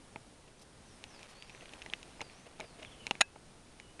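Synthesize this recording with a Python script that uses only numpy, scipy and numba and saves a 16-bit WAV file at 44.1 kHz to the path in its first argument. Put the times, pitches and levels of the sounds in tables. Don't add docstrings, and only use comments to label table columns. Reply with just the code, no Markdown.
import sys
import numpy as np
from scipy import signal
from scipy.fft import rfft, irfft
from scipy.io import wavfile
from scipy.ndimage import uniform_filter1d
from numba import njit

SR = 44100
rng = np.random.default_rng(int(sys.argv[2]) if len(sys.argv) > 2 else 0)


def master(y):
    cut = np.clip(np.atleast_2d(y).T, -1, 1)
    pcm = np.round(cut * 32767)
    wavfile.write(sys.argv[1], SR, pcm.astype(np.int16))


N = 176400


def undb(db):
    return 10 ** (np.asarray(db) / 20)


def unit(x):
    return x / np.sqrt(np.mean(x ** 2))


def add(out, at_s, x):
    i = int(round(at_s * SR))
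    out[i:i + len(x)] += x[:max(len(out) - i, 0)]


def colour(x, points):
    hz, db = np.array(points).T
    bin_hz = np.maximum(np.fft.rfftfreq(len(x), 1 / SR), 1)
    return irfft(rfft(x) * undb(np.interp(np.log(bin_hz), np.log(hz), db)), len(x))


def low_cut(x, hz):
    return signal.sosfilt(signal.butter(2, hz, "high", fs=SR, output="sos"), x)


def walk(rate_hz):
    hold = max(int(SR / rate_hz), 1)
    steps = np.repeat(rng.standard_normal(N // hold + 1), hold)
    return unit(uniform_filter1d(steps, hold)[:N])


def fade(t, t60):
    return np.exp(-np.log(1000) * t / t60)


def modes(table, t, pitch=1):
    detune, scatter_db, rise_cycles = .012, .8, .84
    out = 0
    for (freq, t60, db), (level_draw, pitch_draw) in zip(table, rng.standard_normal((len(table), 2))):
        cycles = freq * pitch * (1 + detune * pitch_draw) * t
        envelope = fade(t, t60) * (1 - np.exp(-cycles / rise_cycles))
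        out = out + undb(db + scatter_db * level_draw) * envelope * np.sin(2 * np.pi * cycles)
    return out


def push(t):
    chatter = undb(-27.5) * fade(t, t60=.016)
    tail = undb(-40) * fade(t, t60=.04)
    return fade(t, t60=.00008) + rng.standard_normal(len(t)) * (chatter + tail)


def strike(force, body, db):
    hit = signal.fftconvolve(force, body)[:len(body)]
    return hit * undb(db) * np.sqrt(.002 * SR / 2 / np.sum(hit ** 2))


def friction(strokes, spectrum):
    swell = np.zeros(N)
    for at_s, length_s, db in strokes:
        add(swell, at_s, undb(db) * np.sqrt(np.hanning(int(length_s * SR))))
    return swell * unit(colour(rng.standard_normal(N), spectrum))


def air():
    # (frequency [Hz], gain [dB])
    spectrum = [(20, -1), (70, -1.5), (140, -1.5), (280, -4), (600, -7.5), (1900, -15), (5100, -17.5),
                (10000, -21), (12500, -37.5)]
    level_db, swell_db = -57.5, 1.21
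    bed = unit(colour(rng.standard_normal(N), spectrum))
    return bed * undb(level_db + swell_db * walk(rate_hz=2.64))


def birds():
    # (time [s], length [s], start pitch [Hz], middle pitch [Hz], end pitch [Hz], level [dB])
    whistles = [(0.566, 0.067, 6300, 5700, 4900, -66), (.84, .13, 6350, 5700, 4920, -65),
                (1.067, 0.13, 6300, 5200, 4230, -59.5), (1.34, .11, 4250, 4550, 4800, -59),
                (1.43, 0.21, 4870, 5930, 6330, -64), (2.162, 0.17, 5180, 4750, 3950, -62),
                (2.307, 0.15, 5200, 6000, 6300, -64), (2.6, .15, 5150, 4690, 3870, -63),
                (2.852, 0.041, 3530, 3250, 2540, -55), (2.91, 0.037, 3420, 3250, 2500, -54.5),
                (2.99, .05, 3000, 2930, 2520, -53), (3.784, 0.14, 3070, 2930, 2980, -64)]
    calls, t = np.zeros(N), np.arange(SR // 2) / SR
    waver = 1 + .0177 * walk(rate_hz=400)
    tail = rng.standard_normal(len(t)) * fade(t, t60=.25)
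    for at_s, length_s, start_hz, middle_hz, end_hz, db in whistles:
        progress = np.linspace(0, 1, int(length_s * SR))
        glide = np.polyval(np.polyfit([0, .5, 1], [start_hz, middle_hz, end_hz], 2), progress)
        hz = glide * waver[int(at_s * SR):][:len(glide)]
        envelope = np.abs(np.hanning(len(glide))) ** .2
        add(calls, at_s, undb(db) * envelope * np.sin(2 * np.pi * np.cumsum(hz) / SR))
    reverb = signal.fftconvolve(calls, tail / np.linalg.norm(tail))[:N]
    wet = undb(1)
    return (calls + wet * reverb) / np.hypot(1, wet)


def casing_rubs():
    # (time [s], length [s], level [dB])
    strokes = [(.47, 0.023, -59), (0.599, 0.037, -63), (1.609, 0.031, -53), (2.208, 0.023, -47),
               (2.457, 0.027, -51.5), (2.593, 0.072, -51), (2.783, 0.026, -50.5), (2.813, 0.029, -50.5)]
    # (frequency [Hz], gain [dB])
    spectrum = [(100, -25), (350, -2), (530, -2.5), (640, 3.5), (800, -11), (1500, -12.5), (2600, -7),
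                (4500, -21.5), (12000, -34)]
    return friction(strokes, spectrum)


def rustle():
    # (time [s], level [dB])
    envelope = [(0, -90), (.95, -69), (1.2, -55), (1.5, -60.5), (1.75, -58), (2.0, -61.5), (2.3, -61),
                (2.55, -63.5), (2.8, -61.5), (3.15, -61), (3.35, -70), (4, -78)]
    # (frequency [Hz], gain [dB])
    spectrum = [(200, -2), (700, -1.5), (1400, -5), (2600, -3), (4500, -10), (7000, -13.5), (12000, -23.5)]
    grains_per_s, spread_db = 1500, 1.5
    grains = (rng.random(N) < grains_per_s / SR) * rng.choice([-1, 1], N)
    sizes = undb(spread_db * np.minimum(rng.exponential(size=N), 5))
    level_db = np.interp(np.arange(N) / SR, *np.array(envelope).T)
    return unit(colour(grains * sizes, spectrum)) * undb(level_db)


def leg_scratches():
    # (time [s], length [s], level [dB])
    strokes = [(.592, .012, -59), (.61, 0.027, -56), (1.28, 0.053, -59)]
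    # (frequency [Hz], gain [dB])
    spectrum = [(500, -25), (2500, -10), (4500, 5), (7000, -3), (12000, -6)]
    return friction(strokes, spectrum)


def ticks_and_knocks():
    # (time [s], ring level [dB], ring pitch [Hz], thud [dB re ring], snap [dB re ring])
    contacts = [(0.1598, -35, 2190, 2.5, -28), (1.0401, -37.5, 2680, -8.5, -3), (1.1945, -55, 2240, -6, 1),
                (1.2305, -43.5, 2430, -21, -2), (1.424, -39.5, 2730, -20, -9),
                (1.4963, -42.5, 2430, -12, -7.5), (1.502, -46, 2500, -14, -10), (1.549, -43, 2120, -9, -14),
                (1.609, -43.5, 2800, -12, -15), (1.657, -43.5, 2430, -21, -10),
                (1.693, -45.5, 3300, -23, -13), (1.7357, -42, 2600, -2, -4.5), (1.7388, -47, 2900, -13, -4),
                (1.8191, -37, 2680, -27, -12), (1.8232, -41, 2600, -16, -6), (1.862, -36, 2030, -5, -10),
                (1.8997, -40.5, 3130, -7, -10), (1.9275, -45, 2200, 0, -12), (1.9362, -23, 2670, -22, -18),
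                (2.0298, -42.5, 2620, -16, -2), (2.1947, -50.5, 2300, 7, -30),
                (2.2073, -31.5, 2220, -7, -19), (2.214, -38.5, 2660, -1, -3), (2.2157, -36, 2600, 5, -1),
                (2.2982, -46, 2420, -19, -22), (2.5979, -46.5, 2300, 11, -9), (2.6026, -39, 2440, 1, 1),
                (2.6094, -33, 2280, -16, -17), (2.8264, -46.5, 2440, -1, -4), (2.83, -38.5, 2730, -26, -12),
                (2.8489, -38, 2300, -17, -18), (3.0678, -28, 2240, -10.5, -3.5),
                (3.0765, -40, 2430, -3, -16), (3.1103, -19, 2770, -3, -12), (3.1532, -37.5, 2300, -7, -16),
                (3.357, -53, 2170, -2, -14), (3.3606, -52, 2200, 14, -22), (3.7998, -39.5, 2320, -12, -8),
                (3.9952, -36.5, 2280, -4, -24)]
    # (frequency [multiple of ring pitch], t60 [s], relative level [dB])
    ring_modes = [(.86, 0.0031, 3), (1, 0.0059, 4), (1.17, .006, -18)]
    # (frequency [Hz], t60 [s], relative level [dB])
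    thud_modes = [(257, 0.01, -7), (482, 0.0082, -2), (652, 0.043, -18), (852, 0.0084, 2),
                  (1220, 0.0086, -7)]
    # (frequency [Hz], t60 [s], relative level [dB])
    snap_modes = [(4040, 0.0033, 1), (5470, 0.0025, 0.5), (6500, 0.0019, 2.5), (8600, 0.0011, -4)]
    out, t = np.zeros(N), np.arange(SR // 10) / SR
    for at_s, db, hz, thud_db, snap_db in contacts:
        force = push(t)
        thud = strike(force, low_cut(modes(thud_modes, t), hz=120), db + thud_db)
        ring = strike(force, modes(ring_modes, t, pitch=hz), db)
        snap = strike(force, modes(snap_modes, t), db + snap_db)
        add(out, at_s, ring + thud - snap)
    return out


def crack():
    # (time [s], level [dB], contact time [ms])
    blows = [(3.2075, -19.5, 0.18), (3.2106, -9.5, 0.085), (3.2112, -8.5, 0.036), (3.2155, -9, 0.031)]
    # (frequency [Hz], t60 [s], relative level [dB])
    body_modes = [(308, 0.0076, -15), (830, 0.011, -7.5), (926, 0.01, -12), (1467, 0.014, -12.5),
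                  (1637, 0.052, -26.5), (2100, 0.0092, -2.5), (2530, 0.014, -1), (2600, 0.18, -37.5),
                  (2750, 0.014, -5.5), (3935, 0.0078, 1), (5600, 0.0053, -3), (6910, 0.0091, -3),
                  (9030, 0.0028, 0)]
    out, t = np.zeros(N), np.arange(SR // 3) / SR
    body = low_cut(modes(body_modes, t), hz=220)
    for at_s, db, contact_ms in blows:
        softness = np.exp(-1000 / (contact_ms * SR))
        force = signal.lfilter([1], [1, -softness], push(t))
        add(out, at_s, strike(force, body, db))
    return out


def scene():
    sliding = casing_rubs() + leg_scratches()
    return (sliding + air() + rustle() + birds() + crack() + ticks_and_knocks())[None]


@njit
def follow(x, attack, release):
    out, level = np.empty(len(x)), 0.
    for i in range(len(x)):
        level += (abs(x[i]) - level) * (attack if abs(x[i]) > level else release)
        out[i] = level
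    return out


def record(dry):
    # (frequency [Hz], gain [dB])
    response = [(20, 2.5), (7200, -2), (7700, -4.5), (8200, 1.5), (10200, 0.5), (11200, -3), (12200, -14)]
    threshold_db, attack_s, release_s, duck_slope = -41.5, .049, .19, .42
    top_hz = 12200
    mic = colour(np.pad(dry[0], (0, SR)), response)[:N]
    level = follow(mic, 1 / (attack_s * SR), 1 / (release_s * SR))
    gain = np.maximum(level / undb(threshold_db), 1) ** -duck_slope
    high_cut = signal.ellip(8, .2, 70, top_hz, fs=SR, output="sos")
    return signal.sosfilt(high_cut, mic * gain)[None]


dry = scene()
out = record(dry)
master(out)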